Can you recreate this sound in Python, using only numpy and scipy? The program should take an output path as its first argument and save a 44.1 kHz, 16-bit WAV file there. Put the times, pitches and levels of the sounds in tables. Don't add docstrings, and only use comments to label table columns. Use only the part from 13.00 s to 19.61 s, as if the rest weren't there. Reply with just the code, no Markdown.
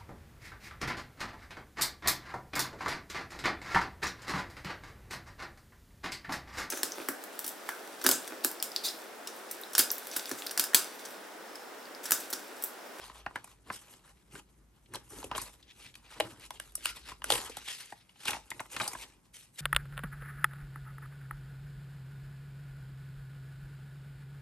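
import sys
import numpy as np
from scipy import signal
from scipy.fft import rfft, irfft, next_fast_len
from scipy.io import wavfile
from scipy.ndimage import uniform_filter1d, map_coordinates

SR = 44100
rng = np.random.default_rng(int(sys.argv[2]) if len(sys.argv) > 2 else 0)


def wav_out(sig):
    wavfile.write(sys.argv[1], SR, np.round(np.clip(np.atleast_2d(sig).T, -1, 1) * 32767).astype(np.int16))


N = 291362

# frequency in Hz, relative density in dB per Hz.
HISS_SPECTRUM = [(80, -18), (120, -13), (250, -14), (500, -20), (1000, -21), (4000, -33), (12000, -31)]
HISS_DB = -68
# time in seconds, level in dB.
RUMBLE_LEVEL = [(0.0, -65), (0.27, -61.5), (0.42, -71), (1.67, -65), (1.78, -71.5), (2.28, -55),
                (2.54, -66), (3.85, -63.5), (4.06, -55.5), (4.21, -62), (4.42, -50), (4.75, -77),
                (5.19, -77), (5.34, -63), (5.65, -73), (5.8, -58.5), (6.61, -79)]

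# frequency in Hz, lead of the left port in radians.
PORT_LEAD = [(0, 0), (2000, .2), (2600, 1.4), (3500, 1.3), (4100, .6), (5500, .2), (7200, 1.3), (8500, 0),
             (10250, -3.14), (12000, -6.3), (13750, -9.4), (16000, -13.5)]
# frequency in Hz, left minus right in dB.
PORT_BALANCE = [(60, 1.5), (200, 0.7), (700, 1.3), (1400, -0.5), (3000, 3), (6000, 2), (10000, -0.1)]
# frequency in Hz, time to fall by 60 dB in seconds.
WALL_DECAY = [(200, 0.21), (1500, 0.14), (10000, 0.15)]
# frequency in Hz, gain in dB.
ECHO_SCATTER = [(200, -18.5), (700, -14.5), (2500, -15.5), (5500, -5), (10000, -21)]
# frequency in Hz, gain in dB.
MICROPHONE_RESPONSE = [(100, -0.5), (12500, -2.5), (13300, -3.5), (16000, -9)]
TOP_HZ = 16300
SOFT_TOP_HZ = 13000

ARRIVAL_LAG_S = [.001, .0005, 0]
# start in seconds, crack level in dB
# before a common gain, knock and tick in dB over the crack, knock and crack pitch in Hz.
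PLIER_CLICKS = [(2.9406, -44.5, -32, -7, 1320, 2950), (2.9532, -38, -22, -3, 1070, 2960),
                (3.1997, -23, 4, 1, 659, 2200), (3.2042, -20, -1.5, -6.5, 590, 2730),
                (3.3966, -51, -23, 9.5, 595, 2370), (3.5051, -32, -1, 3, 846, 3160),
                (3.5983, -33, 0.5, 5, 1640, 3030), (3.7206, -59, -8, 14, 570, 3060),
                (3.753, -43, -0.5, 26.5, 1220, 4830), (3.777, -50, -2, -4.5, 620, 2620),
                (3.8471, -35.5, -13, 11, 1330, 2640), (3.8554, -16.5, -8.5, 3, 1450, 2900),
                (4.2187, -39.5, 3, -11.5, 1070, 2720), (4.2413, -27.5, 0, 7, 1490, 2340),
                (4.3019, -14, -2, -1, 930, 3180)]
# centre in Hz, width in Hz, relative level in dB.
JAW_MODES = [(5860, 1800, -4.5), (8400, 1770, 0), (10870, 1740, 2), (14800, 1500, -13.5)]
# centre in Hz, width in Hz, relative level in dB.
HANDLE_MODES = [(312.6, 45, -3), (610, 190, -0.5), (1430, 75, -7.5), (2900, 350, 1)]

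# start in seconds, hold in seconds,
# fall in seconds (by 20 dB), level in dB, pitch in Hz.
LINGERING_HUMS = [(3.216, 0.08, 0.07, -50, 309), (3.87, 0.038, 0.076, -51, 1380),
                  (5.296, 0.039, 0.081, -45, 883), (5.957, 0.024, 0.18, -58, 880)]
# centre in Hz, width in Hz, relative level in dB.
SHEET_MODES = [
    [(102.8, 57, 0.5), (221, 84, 1.5), (342, 180, 0)],
    [(446, 270, -1.5), (867, 295, 3.5), (1277, 1040, -1)],
    [(1940, 1840, 0.5), (2970, 1190, 6.5), (4410, 3370, -0.5)],
    [(6300, 3120, -4), (9050, 2410, 0), (11020, 1540, 0)],
]
# start in seconds, crack level in dB before a common gain,
# flap and tick in dB over the crack, flap and crack pitch in Hz.
BUCKLES = [(0.0966, -48, 10, -23, 1000, 1860), (0.2615, -28, 0, -24, 870, 1650),
           (0.3082, -58, 16, -19, 970, 1670), (0.3566, -24.5, -4.5, -14.5, 1000, 1710),
           (0.442, -45, 0, 9, 764, 2440), (0.474, -57, 10.5, 9, 1040, 1580),
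           (0.7001, -28, 0, -33, 1040, 1610), (1.3515, -38, -7, -11, 420, 1530),
           (1.8582, -54, -12, -21, 325, 3020), (1.9361, -37.5, -10, 3, 974, 1500),
           (1.9445, -33, -3, -3, 860, 4150), (1.954, -34, -1.5, 5.5, 910, 3200),
           (1.964, -44, 1, -13.5, 400, 1610), (2.13, -48, 3, -8, 410, 3950),
           (2.1852, -42.5, -3, -3, 315, 4500), (2.227, -43.5, 7.5, -10, 910, 3990),
           (2.2414, -35, 1, 0.5, 390, 2660), (2.3127, -31.5, 5, -17, 970, 2720),
           (2.3493, -31, -3, -21, 974, 3000), (2.3577, -34, -4, -8, 364, 3120),
           (2.378, -32, 7, 7.5, 1020, 4180), (2.4151, -43, 2, 20, 1020, 4240),
           (2.4564, -44, -20, -2, 904, 3700), (2.626, -47.5, -35, -16, 398, 3560),
           (4.1168, -45.5, 11, 4, 1040, 1440), (4.3105, -24.5, -24, 3, 1020, 3520),
           (4.3202, -15.5, -13, -1.5, 466, 3240), (4.335, -37, 5, 17, 1070, 2140),
           (4.3524, -22.5, -11, -17, 885, 2800), (4.3774, -29.5, -26.5, -1, 980, 2800),
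           (4.4958, -41.5, 2, 6, 470, 4440), (4.5684, -33, -0.5, 4.5, 860, 3430),
           (4.6771, -34, -7.5, -19.5, 1020, 4000), (4.922, -39.5, 4, -9, 815, 1770),
           (5.0924, -48, -13, -27.5, 975, 2820), (5.157, -54.5, -3, -12, 890, 2713),
           (5.2535, -30.5, -3.5, 1, 1040, 3900), (5.2795, -19, -9.5, -7.5, 1500, 2620),
           (5.2916, -29, -3.5, -14.5, 820, 1880), (5.305, -25.5, -11, 4, 855, 3240),
           (5.3166, -36.5, 4, 0, 880, 2600), (5.3309, -25, -6, -13, 920, 2160),
           (5.346, -41.5, 9.5, -8, 880, 2050), (5.3658, -50.5, 14, -14, 870, 2210),
           (5.503, -39, -7, 11.5, 1520, 3400), (5.514, -27, -6, -36, 884, 2060),
           (5.5944, -29.5, -10, -23, 690, 2140), (5.6019, -38.5, 8.5, 5.5, 870, 1740),
           (5.6557, -48.5, 1, -22, 1210, 2230), (5.7629, -26.5, -2, -7, 1180, 2620),
           (5.7987, -25, -0.5, -33, 1360, 2660), (5.8075, -29, 4.5, -17.5, 835, 2330),
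           (5.8137, -25.5, -9.5, -22, 790, 3800), (5.8307, -35, 0, -18, 970, 2190),
           (5.877, -26, -12.5, 3.5, 776, 4850), (5.9317, -40.5, 5.5, 11, 940, 2180),
           (5.9497, -37, 4.5, -22, 940, 1490), (6.59, -39, -13, 1, 1450, 2920)]
# start of the hold, hold, rise and fall in seconds (rise and fall
# span 20 dB), scrape level in dB, flutter and hiss in dB over the scrape.
RUB_STROKES = [(0.0, 0.0085, .05, 0.29, -48.5, -4.5, -3.5), (0.154, 0.016, 0.032, 0.085, -59.5, 6, 1),
               (0.35, 0.0091, 0.052, 0.11, -56.5, 5.5, -2), (0.495, 0.019, 0.13, 0.05, -59.5, -3.5, 1.5),
               (0.669, 0.039, .03, .05, -64, 6.5, -2), (0.728, 0.023, 0.018, .06, -45.5, -6.5, 3.5),
               (0.835, 0.09, .08, 0.13, -60, -2, 4), (1.049, 0.02, .06, 0.19, -64.5, -0.5, 0.5),
               (1.359, 0.039, 0.08, 0.01, -60, 1, 4), (1.943, 0.021, 0.023, 0.072, -53.5, 1.5, -4),
               (2.126, 0.056, 0.074, 0.13, -55, -0.5, 7.5), (2.347, 0.009, 0.07, 0.046, -50, 7.5, -9),
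               (2.368, .01, 0.017, 0.13, -42.5, -3.5, 4.5), (2.704, 0.011, 0.16, .02, -60, -22, -20),
               (2.798, 0.024, 0.056, 0.11, -50, -9.5, -2), (2.961, 0.0092, 0.07, 0.056, -71, 1, 8),
               (3.126, 0.03, .15, 0.093, -51.5, -16, -7), (3.263, 0.0091, 0.25, 0.14, -54, 3, 1.5),
               (3.409, 0.054, 0.018, 0.024, -55, -9, -1), (3.545, .01, 0.071, .055, -55.5, -3, 0.5),
               (3.664, .01, .18, 0.094, -57, -7, 1.3), (3.863, .01, 0.09, 0.16, -44.5, -17.5, -2.5),
               (3.96, 0.011, 0.067, 0.057, -53.5, -4.5, -2), (4.083, 0.0092, 0.052, 0.087, -46, -5.5, -4),
               (4.331, .01, 0.062, 0.16, -33.5, -2, 1), (4.51, 0.13, 0.038, 0.13, -51.5, -12, -3.5),
               (4.684, 0.055, 0.045, .22, -43.5, -16, -1), (5.01, 0.0093, 0.055, 0.03, -58.5, -18, -15),
               (5.095, 0.0067, 0.021, 0.058, -62.5, -26, -5), (5.246, 0.054, 0.073, .05, -43.5, -13, -2),
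               (5.277, 0.018, 0.028, 0.058, -36, -5, -0.5), (5.322, 0.049, 0.07, 0.18, -54, -1.5, -1),
               (5.523, 0.14, 0.034, .05, -64.5, -1.5, 5.5), (5.715, .22, 0.024, 0.037, -47.5, -1, 4),
               (5.993, 0.041, 0.047, 0.1, -50.5, -8, -0.5), (6.341, 0.0081, 0.015, 0.15, -51.5, -23.5, 1),
               (6.55, 0.011, .02, 0.032, -59, -12, 4.5), (6.587, .03, .015, .05, -43.5, -11.5, 3)]
# time in seconds, level in dB.
SHEET_BUMPS = [(0.369, -60.5), (0.71, -54), (0.94, -67), (1.36, -60), (1.966, -51.5), (2.163, -51),
               (2.38, -50), (3.24, -50), (4.093, -71), (4.333, -48.5), (5.288, -58), (5.525, -59),
               (5.797, -48)]
BUMP_RISE_S, BUMP_FALL_S = 0.098, 0.1
STILL_HANDS_DB = [-6, -79.5, -79.5, -75.5]


def amp(db):
    return 10 ** (np.asarray(db) / 20)


def unit(x):
    return x / np.sqrt(np.mean(np.abs(x) ** 2) + 1e-20)


def peaked(x):
    return x / np.abs(x).max()


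def along(points, hz):
    f, v = np.transpose(points)
    return np.interp(np.log(hz + 1), np.log(f + 1), v)


def curves(rows):
    s, *columns = np.transpose(rows)
    return np.array([np.interp(np.arange(N) / SR, s, column) for column in columns])


def wobble(rate):
    knots = rng.standard_normal(int(N * rate / SR) + 4)
    return map_coordinates(knots, [np.arange(N) * rate / SR])


def filtered(x, response):
    m = next_fast_len(N + SR // 2)
    spectrum = rfft(x, m) * response(np.fft.rfftfreq(m, 1 / SR))
    return irfft(spectrum, m)[..., :N]


def resonances(modes):
    def response(f):
        total = 0
        for k, (centre, width, db) in enumerate(modes):
            mode = 1j * f * width / (centre * centre - f * f + 1j * f * width)
            total = total + (-1) ** k * amp(db) * mode
        return unit(total ** 2)
    return response


def ports(x):
    f, lead = np.transpose(PORT_LEAD)
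    side = np.array([[.5], [-.5]])

    def response(hz):
        gain = amp(side * along(PORT_BALANCE, hz))
        return gain * np.exp(1j * side * np.interp(hz, f, lead))
    return filtered(x, response)


def room_noise():
    common, left, right = rng.standard_normal((3, N))

    def alike(hz):
        return along([(100, 2.55), (300, 0.91), (700, 0.46), (8000, .5)], hz)

    def spectrum(hz):
        return amp(along(HISS_SPECTRUM, hz)) * (hz > 70) * (hz < SOFT_TOP_HZ)

    pair = ports(filtered(common, alike)) + [left, right]
    hiss = unit(filtered(pair, spectrum))
    both, apart = filtered(rng.standard_normal((2, N)), resonances([(52.4, 18, 0)]))
    rumble = unit(both) + amp(-15.5) * unit(apart) * np.array([[1], [-1]])
    return amp(HISS_DB) * hiss + amp(curves(RUMBLE_LEVEL)[0]) * rumble


def walls(x):
    hz, t, z = signal.stft(rng.standard_normal((2, SR // 2)), SR, nperseg=256)
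    decay = amp(-60 * t / along(WALL_DECAY, hz)[:, None])
    tails = signal.istft(z * decay, SR, nperseg=256)[1]
    delayed = np.pad(x, (150, 0))[None]
    return signal.fftconvolve(delayed, tails / np.linalg.norm(tails[0]), axes=1)[:, :N]


def panel(push, hz, sharpness, ring):
    spread = 1 + 1 / sharpness
    band = signal.butter(2, [hz / spread, hz * spread], "band", fs=SR, output="sos")
    broad = signal.sosfilt(band, push)
    ringing = signal.lfilter(*signal.iirpeak(hz, 4 * sharpness, SR), broad)
    return peaked(broad + ring * ringing)


def bursts(events, t60, sharpness, ring, rise_s, gain_db, thud_db):
    out, t = np.zeros((3, N + SR)), np.arange(SR // 8) / SR
    envelope = (1 - np.exp(-t / rise_s)) * amp(-60 * t / t60)
    for s, db, low_db, high_db, low_hz, mid_hz in events:
        push = envelope * rng.standard_normal((3, len(t)))
        flap = panel(push[0], low_hz, sharpness, ring)
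        crack = panel(push[1], mid_hz, sharpness, ring)
        flap_at, crack_at, tick_at = (round((s + lag) * SR) for lag in ARRIVAL_LAG_S)
        out[0, flap_at:flap_at + len(t)] += amp(db + low_db + gain_db) * flap
        out[0, crack_at:crack_at + len(t)] += amp(db + gain_db) * crack
        out[1, tick_at:tick_at + len(t)] += amp(db + high_db + gain_db) * peaked(push[2])
        out[2, flap_at] += amp(db + low_db + thud_db)
    return out[:, :N]


def pliers():
    knock, tick, thud = bursts(PLIER_CLICKS, t60=0.013, sharpness=1.57, ring=2.0, rise_s=0.00065,
                               gain_db=1.5, thud_db=10.5)
    jaws = filtered(tick, resonances(JAW_MODES))
    handles = filtered(thud, resonances(HANDLE_MODES))
    return knock + jaws + handles


def swells(at_s, hold_s, rise_s, fall_s, db):
    def column(v):
        return np.maximum(np.reshape(v, (-1, 1)), .002)

    t = np.arange(0, N, 64) / SR - np.reshape(at_s, (-1, 1))
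    slope = np.minimum(t / column(rise_s), (column(hold_s) - t) / column(fall_s))
    shape = amp(2 * 20 * np.minimum(0, slope))
    return np.repeat(amp(2 * np.atleast_2d(db)) @ shape, 64, axis=1)[:, :N]


def hums():
    total = 0
    for s, hold_s, fall_s, db, hz in LINGERING_HUMS:
        level = np.sqrt(swells([s], hold_s, .015, fall_s, [db])[0])
        tone = filtered(rng.standard_normal(N), resonances([(hz, 0.14 * hz, 0)]))
        total = total + level * tone
    return total


def handling():
    s, hold_s, rise_s, fall_s, db, flutter_db, hiss_db = np.transpose(RUB_STROKES)
    bump_s, bump_db = np.transpose(SHEET_BUMPS)
    bumping = swells(bump_s, 0, BUMP_RISE_S, BUMP_FALL_S, bump_db)
    rubbing = swells(s, hold_s, rise_s, fall_s, [db + flutter_db, db, db + hiss_db])
    resting_db = np.reshape(STILL_HANDS_DB, (-1, 1)) + curves(RUMBLE_LEVEL) * [[1], [0], [0], [0]]
    return np.sqrt(np.vstack([bumping, rubbing]) + amp(2 * resting_db))


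def paper():
    catch_db = 2.36 * wobble(35) + 2.0 * wobble(300)
    sparks = (rng.random(N) < 120 / SR) * amp(2.7 * rng.standard_normal(N))
    spark_decay = amp(-60 * np.arange(SR // 50) / SR / 0.004)
    crackle = 1 + 0.59 * np.convolve(sparks, spark_decay)[:N]
    grain = [unit(crackle * amp(catch_db + 2.3 * wobble(50)) * rng.standard_normal(N))
             for _ in SHEET_MODES]

    hz, _, z = signal.stft(handling() * grain, SR, nperseg=256)
    patches = uniform_filter1d(rng.standard_normal(z.shape[1:]), 4, 0)
    patches = uniform_filter1d(patches, 12, 1)
    colour = unit(amp(2.2 * unit(patches))) * (hz < SOFT_TOP_HZ)[:, None]
    force = signal.istft(z * colour, nperseg=256)[1][:, :N]

    snaps, tick, thud = bursts(BUCKLES, t60=0.028, sharpness=1.46, ring=3.64, rise_s=0.0005,
                               gain_db=2.0, thud_db=6.5)
    force = force + [thud, 0 * thud, 0 * thud, tick]
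    return snaps + sum(filtered(row, resonances(modes)) for row, modes in zip(force, SHEET_MODES))


def scene():
    near = paper() + pliers() + hums()
    echo, unlike_echo = walls(near)
    heard = ports(near + amp(-13) * echo)
    scatter = filtered(unlike_echo, lambda hz: amp(along(ECHO_SCATTER, hz)))
    return heard + scatter * np.array([[1], [-1]]) + room_noise()


def record(dry):
    return filtered(dry, lambda hz: amp(along(MICROPHONE_RESPONSE, hz)) * (hz < TOP_HZ))


dry = scene()
out = record(dry)
wav_out(out)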